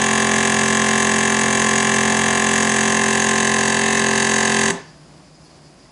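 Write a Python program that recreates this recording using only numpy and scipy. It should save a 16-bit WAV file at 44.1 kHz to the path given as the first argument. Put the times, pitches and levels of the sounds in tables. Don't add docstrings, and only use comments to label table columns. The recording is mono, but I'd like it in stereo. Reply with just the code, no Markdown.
import sys
import numpy as np
from scipy import signal
from scipy.fft import rfft, irfft, next_fast_len
from scipy.io import wavfile
from scipy.ndimage import uniform_filter1d

SR = 44100
rng = np.random.default_rng(int(sys.argv[2]) if len(sys.argv) > 2 else 0)


def how_loud(loudness_db):
    steps = np.asarray(loudness_db, float) / 20
    return 10 ** steps


def int16_out(signal):
    q = np.round(np.clip(np.atleast_2d(signal).T, -1, 1) * 32767)
    wavfile.write(sys.argv[1], SR, q.astype(np.int16))


N = 260631
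OFF_S = 4.701


def along(points, hz):
    f, v = np.transpose(points)
    return np.interp(np.log(hz + 1), np.log(f + 1), v)


def unit(x):
    return x / np.sqrt(np.mean(x ** 2) + 1e-20)


def curves(rows):
    s, *cols = np.transpose(rows)
    return [np.interp(np.arange(N) / SR, s, c) for c in cols]


def wobble(rate):
    return np.interp(np.arange(N) * rate / SR, np.arange(600), rng.standard_normal(600))


def filtered(x, response):
    m = next_fast_len(N + SR // 2)
    return irfft(rfft(x, m) * response(np.fft.rfftfreq(m, 1 / SR)), m)[..., :N]


def ringing(x, modes, vacuum):
    def response(f):
        total = 0
        for k, (hz, width, db, change_db) in enumerate(modes):
            resonance = 1j * f * width / (hz * hz - f * f + 1j * f * width)
            total = total + (-1) ** k * how_loud(db + vacuum * change_db) * resonance
        return total
    return filtered(x, response)


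def crank():
    # start_s, speed_strokes_per_s
    speed_points = [(0, 43.72), (1.4, 43.665), (2.2, 43.715), (3, 43.76), (4.7, 43.82)]
    # start_s, length_s, extra_strokes_per_s
    surge = (3.812, .181, .38)
    first_stroke, coast_hz_per_s = .331, 115
    t = np.arange(N) / SR
    start, length, extra = surge
    speed = curves(speed_points)[0] + extra * ((t > start) & (t < start + length))
    speed = speed - coast_hz_per_s * np.clip(t - OFF_S, 0, None)
    return first_stroke + np.cumsum(np.clip(speed, .01, None)) / SR


def orders(modes, order, blows, turn, vacuum, stiffen, jitter, sway_db):
    stroke_hz = 43.72
    step = 128
    dead_hz, dead_width_hz = np.array([[302], [605], [959], [2447]]), 30
    hz, width, level_db, change_db, pan_db = np.transpose(modes)[..., None]
    place, blow_db = np.transpose(blows)
    speed = uniform_filter1d(np.gradient(turn) * SR / stroke_hz, size=1500)[::step]
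    surge = np.clip(speed - 1.004, 0, None)
    slowing = np.clip(speed + .005, .01, 1)
    power = how_loud(2 * (level_db + change_db * vacuum[::step]) + np.array([pan_db, -pan_db]))
    knots = np.arange(len(speed)) * step / SR * 9
    spin = np.exp(2j * np.pi * (turn + jitter * wobble(40)))
    spin = np.resize(spin, (len(speed), step)).astype(np.complex64)
    tone = spin ** order[0]
    out = np.zeros((2, *spin.shape), np.float32)
    for k in order:
        lag = np.sum(how_loud(blow_db) * np.exp(-2j * np.pi * k * place))
        sway = np.interp(knots, np.arange(80), rng.standard_normal(80))
        f = k * stroke_hz * slowing * (1 - stiffen * surge)
        near = (f * width) ** 2 / ((hz * hz - f * f) ** 2 + (f * width) ** 2)
        dead = 1 / np.hypot(1, f * dead_width_hz / (dead_hz ** 2 - f * f + 1e-6))
        size = np.sqrt(2 * np.sum(power * near ** 2, axis=1)) * np.prod(dead, axis=0) * how_loud(sway_db * sway)
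        out += size[..., None].astype(np.float32) * (tone * np.complex64(lag / abs(lag))).real
        tone = tone * spin
    return out.reshape(2, -1)[:, :N]


def base_and_counter(turn, vacuum, hum_db):
    # pitch_hz, width_hz, level_db, change_at_full_vacuum_db, left_right_db
    hum_modes = [(133, 111, -36.2, -2, 3), (233, 24, -17.9, -1, 4), (380, 24, -22.7, 2, -5),
                 (506, 115, -36.7, 0, 2), (679, 39, -30.8, -2, -1), (760, 59, -32.2, -1, 2),
                 (834, 24, -39.3, -3, -1), (891, 24, -25.3, 0, 0), (1017, 24, -31.4, 4, -3),
                 (1043, 24, -28.4, -1, -3), (1097, 24, -35.1, -2, -1), (1127, 27, -32.7, -20, -1),
                 (1196, 53, -35.6, -4, 1)]
    # place_in_stroke (0-1), level_db
    base_blows = [(0.251, -3.6), (0.286, -8.5), (0.366, 0.0), (0.457, -8.8), (0.986, -7.1)]
    # place_in_stroke (0-1), level_db
    counter_blows = [(0.121, -3.5), (0.263, 0.0), (0.564, -3.8), (0.634, -6.8), (0.863, -5.5)]
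    base = orders(hum_modes, range(2, 15), base_blows, turn, vacuum,
                  stiffen=-0.23, jitter=0.0003, sway_db=0.7)
    counter = orders(hum_modes, range(15, 29), counter_blows, turn, vacuum,
                     stiffen=-0.12, jitter=0.00033, sway_db=1.65)
    return how_loud(1.79 * hum_db - 0.83) * base + how_loud(0.87 * hum_db - 0.42) * counter


def casing(turn, vacuum, valve_db):
    # pitch_hz, width_hz, level_db, change_at_full_vacuum_db, left_right_db
    casing_modes = [(1270, 56, -60.9, 20, 2), (1356, 24, -41.8, -13, 0), (1457, 26, -37.0, -17, -1),
                    (1586, 91, -37.5, 4, -1), (1725, 125, -28.1, 0, -1), (1897, 29, -25.7, -6, 0),
                    (1973, 87, -35.5, 4, 0), (2113, 31, -29.2, -3, -1), (2202, 32, -44.9, 7, -2),
                    (2325, 55, -35.3, -20, 4), (2401, 53, -49.6, 8, 2), (2518, 31, -45.0, -10, 2)]
    # place_in_stroke (0-1), level_db
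    casing_blows = [(0.063, -0.6), (0.245, -1.9), (0.269, 0.0), (0.454, -3.3), (0.927, -8.9)]
    return how_loud(valve_db - 0.13) * orders(casing_modes, range(29, 59), casing_blows, turn, vacuum,
                                         stiffen=3.4, jitter=0.00017, sway_db=0.55)


def lid(turn, vacuum, valve_db):
    # pitch_hz, width_hz, level_db, change_at_full_vacuum_db, left_right_db
    lid_modes = [(2612, 65, -42.1, 7, -2), (2700, 228, -42.8, 0, -1), (2838, 24, -57.4, 19, 0),
                 (2864, 36, -42.1, -20, -5), (2946, 118, -42.5, -1, 0), (3161, 164, -44.7, 1, -1),
                 (3297, 34, -34.7, -20, 3), (3358, 24, -49.6, 3, 2), (3486, 89, -46.5, 2, 2),
                 (3638, 74, -43.0, -20, -1), (3776, 141, -49.8, 8, -1)]
    # place_in_stroke (0-1), level_db
    lid_blows = [(0.03, -3.4), (0.221, 0.0), (0.415, -2.3), (0.587, -6.1), (0.699, -4.2)]
    return how_loud(valve_db - 0.36) * orders(lid_modes, range(59, 89), lid_blows, turn, vacuum,
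                                         stiffen=-2.3, jitter=0.00026, sway_db=2.2)


def reed(turn, vacuum, valve_db):
    # pitch_hz, width_hz, level_db, change_at_full_vacuum_db, left_right_db
    reed_modes = [(3861, 327, -48.0, 0, 0), (4072, 24, -51.7, -2, -1), (4174, 24, -40.6, -20, 0),
                  (4217, 400, -72.7, 19, 2), (4596, 151, -49.2, 9, 0), (4756, 88, -48.8, -19, 0),
                  (4903, 24, -45.6, -20, -1), (4987, 24, -60.7, 13, -2)]
    # place_in_stroke (0-1), level_db
    reed_blows = [(0.092, -6.6), (0.131, 0.0), (0.236, -4.4), (0.362, -6.5), (0.992, -3.7)]
    return how_loud(valve_db + 0.5) * orders(reed_modes, range(89, 115), reed_blows, turn, vacuum,
                                        stiffen=-0.68, jitter=0.0002, sway_db=2.2)


def valve_ticks(turn, scatter, spread_db):
    # place_in_stroke (0-1), level_db
    slaps = [
        (.03, 12),
        (.235, 13),
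        (0.411, -14),
        (0.702, -35),
    ]
    ticks, stroke = np.zeros(N + 1), np.arange(211)
    for place, slap_db in slaps:
        for late in (0, .012, .03, .055):
            chance = rng.standard_normal((len(stroke), 2))
            when = stroke + place + late + scatter * (1 + 90 * late) * chance[:, 0]
            at = np.interp(when, turn, np.arange(N), left=N)
            np.add.at(ticks, at.astype(int), how_loud(slap_db - 60 * late + spread_db * chance[:, 1]))
    return ticks[:N]


def shell_rattle(turn, vacuum, valve_db):
    # pitch_hz, width_hz, level_db, change_at_full_vacuum_db
    shell = [(2685, 136, 0, 3.5), (2725, 120, -4.5, 8.5), (3280, 82, -10, -28), (3750, 350, -15, 8.5),
             (4640, 127, -12.5, 4), (6304, 53, 2.5, 3), (6627, 100, -0.5, 1), (6940, 140, -4.5, -1),
             (7810, 47, 0, -1), (8140, 170, -7.5, 4), (8660, 79, -17, -1.5), (9210, 175, -6.5, -1),
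             (10260, 450, -16, -4)]
    ticks = valve_ticks(turn, scatter=.0004, spread_db=3.0) * how_loud(valve_db)
    slack, pulled = ringing(ticks, shell, 0), ringing(ticks, shell, 0.7)
    return how_loud(-28.5) * unit((1 - vacuum) * slack + vacuum * pulled)


def puff(turn, fall_db, leak_db):
    # pitch_hz, level_db (per Hz)
    puff_colour = [(300, -48), (900, -16.5), (1350, -14), (1750, -2), (2450, -9), (3000, -9.5),
                   (4300, -14.5), (5500, -7.5), (6500, -1), (8500, -8.5), (11000, -16)]
    part = turn % 1
    gate = how_loud(-fall_db * np.clip(part - .28, 0, 1)) * np.clip(part / 0.018, 0, 1) + how_loud(leak_db)
    size = how_loud(0.97 * wobble(30.3))
    return unit(filtered(gate * size * rng.standard_normal(N), lambda hz: how_loud(along(puff_colour, hz))))


def motor(apart):
    # pitch_hz, level_db (per Hz)
    motor_colour = [(20, -19), (60, -12), (90, -7), (220, 2.5), (310, -5.5), (400, 1), (600, -4),
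                    (1000, -1.5), (1330, -8.5), (1750, 0), (2450, -10), (4000, -13.5), (11000, -49)]
    mid, side = filtered(rng.standard_normal((2, N)), lambda hz: how_loud(along(motor_colour, hz)))
    return unit(np.array([mid + apart * side, mid - apart * side]))


def pump():
    # start_s, vacuum (0-1)
    vacuum_points = [
        (0, 0),
        (2.6, 0.04),
        (3.2, 0.5),
        (3.8, 0.8),
        (4.0, 0.83),
        (6, 0.8),
    ]
    # time_after_switch_off_s, hum_db, valve_db
    dying = [
        (.007, 1, 0.5),
        (.019, -8, -20),
        (.059, -12, -27),
        (.099, -24, -48),
        (.159, -74, -97),
    ]
    turn, vacuum = crank(), curves(vacuum_points)[0]
    hum_db, valve_db = curves([(OFF_S + s, *db) for s, *db in dying])
    tones = base_and_counter(turn, vacuum, hum_db) + casing(turn, vacuum, valve_db)
    tones = tones + lid(turn, vacuum, valve_db) + reed(turn, vacuum, valve_db)
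    air = how_loud(valve_db - 26.0) * puff(turn, fall_db=67, leak_db=-4.5)
    running = how_loud(0.49 * hum_db - 29.5) * motor(apart=0.66)
    return tones, shell_rattle(turn, vacuum, valve_db) + air + running


def kitchen(x):
    # pitch_hz, fade_s
    echo_fade = [(100, 0.4), (400, 0.49), (1500, 0.55), (4000, 0.4), (10000, 0.22)]
    hz, t, z = signal.stft(rng.standard_normal((2, SR // 2)), SR, nperseg=256)
    fade = how_loud(-60 * t / along(echo_fade, hz)[:, None])
    tail = signal.istft(z * fade, SR, nperseg=256)[1]
    late = np.pad(x, (300, 0))
    return signal.fftconvolve(late[None], tail / np.linalg.norm(tail[0]), axes=1)[:, :N]


def quiet():
    # pitch_hz, level_db (per Hz)
    quiet_colour = [(15, -50), (25, -24), (60, -7), (105, -16.5), (150, 1), (210, -10), (310, -7),
                    (450, -15.5), (670, -12.5), (930, -18.5), (1060, -17.5), (1300, -22), (3500, -27.5),
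                    (11000, -32.5)]
    # pitch_hz, likeness (0-1)
    likeness = [(60, 0.95), (220, 0.93), (830, 1), (3080, 0.95), (11400, 0.6)]

    def response(hz):
        angle = np.arccos(np.clip(along(likeness, hz), -1, 1)) / 2
        return how_loud(along(quiet_colour, hz)) * [np.cos(angle), np.sin(angle)]

    mid, side = filtered(rng.standard_normal((2, N)), response)
    level = how_loud(-43.5 - 3.5 + 0.51 * wobble(6)) * how_loud([[.6], [-.6]])
    return level * unit(np.array([mid + side, mid - side]))


def fridge():
    # pitch_hz, level_db
    hum_hz, hum_level_db = (150.7, -57)
    swell = how_loud(hum_level_db + 2.4 * wobble(8)) * np.sqrt(2)
    return swell * np.sin(2 * np.pi * hum_hz * np.arange(N) / SR + .8 * wobble(7))


def settle():
    # pitch_hz, level_db, fade_s (to fall by 60 dB)
    rocking = [(175.4, -26.5, 0.21), (258.5, -32.5, 0.26), (396, -30.5, .3)]
    t = np.clip(np.arange(N) / SR - OFF_S, 0, None)
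    rings = sum(how_loud(db - 60 * t / fade_s) * np.sin(2 * np.pi * hz * t) for hz, db, fade_s in rocking)
    return rings * (1 - np.exp(-t / .025)) * 3


def squeaks():
    # start_s, level_db
    leak = [
        (0, -70),
        (4.8, -49),
        (4.95, -58.5),
        (5.1, -58),
        (5.3, -57.5),
        (5.5, -56),
        (5.7, -58),
        (5.91, -57),
    ]
    # pitch_hz, width_hz, level_db, change_at_full_vacuum_db
    seal = [(4450, 330, -4.5, 0), (4950, 210, 2.5, 0), (5460, 770, -6, 0), (7200, 980, -10, 0)]
    # start_s, length_s, start_pitch_hz, end_pitch_hz, level_db
    whistles = [
        (5.4, .045, 4220, 4250, -63),
        (5.45, .028, 4380, 4370, -54),
        (5.497, .032, 4380, 4370, -54),
        (5.375, .065, 9300, 10500, -68),
        (5.438, .022, 10700, 11000, -60),
        (5.652, .02, 7200, 7200, -62),
        (5.852, .012, 2050, 1950, -55),
    ]
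    out = how_loud(curves(leak)[0] + 2.0 * wobble(28)) * unit(ringing(rng.standard_normal(N), seal, 0))
    for s, length, from_hz, to_hz, db in whistles:
        glide = np.linspace(from_hz, to_hz, int(length * SR))
        whistle = np.hanning(len(glide)) ** .5 * np.sin(2 * np.pi * np.cumsum(glide) / SR)
        out[int(s * SR):][:len(glide)] += how_loud(db) * whistle
    return out


def scene():
    tones, noise = pump()
    release = np.clip((np.arange(N) / SR - 4.7) / .025, 0, 1)
    room = how_loud(-8.5 + 1.4 * release) * kitchen(noise.mean(axis=0))
    smeared = tones.mean(axis=0) * unit(.3 + wobble(95))
    room = room + how_loud(-11.5) * release * kitchen(smeared)
    return tones + noise + room + quiet() + fridge() + squeaks() + settle()


def top_cut(x):
    return signal.sosfilt(signal.butter(12, 12040, fs=SR, output="sos"), x)


def record(dry):
    top_hz = 11060
    inside = filtered(dry, lambda hz: 1 / (1 + (hz / top_hz) ** 300))
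    mid = inside.mean(axis=0)
    bend = mid / (1 + np.abs(mid / .68) ** 6) ** (1 / 6) - mid
    spill = filtered(bend, lambda hz: how_loud(-26 * np.clip(hz - top_hz, 0, None) / 1000 + 8 * (hz > top_hz)))
    return top_cut(inside + spill)


dry = scene()
out = record(dry)
int16_out(out)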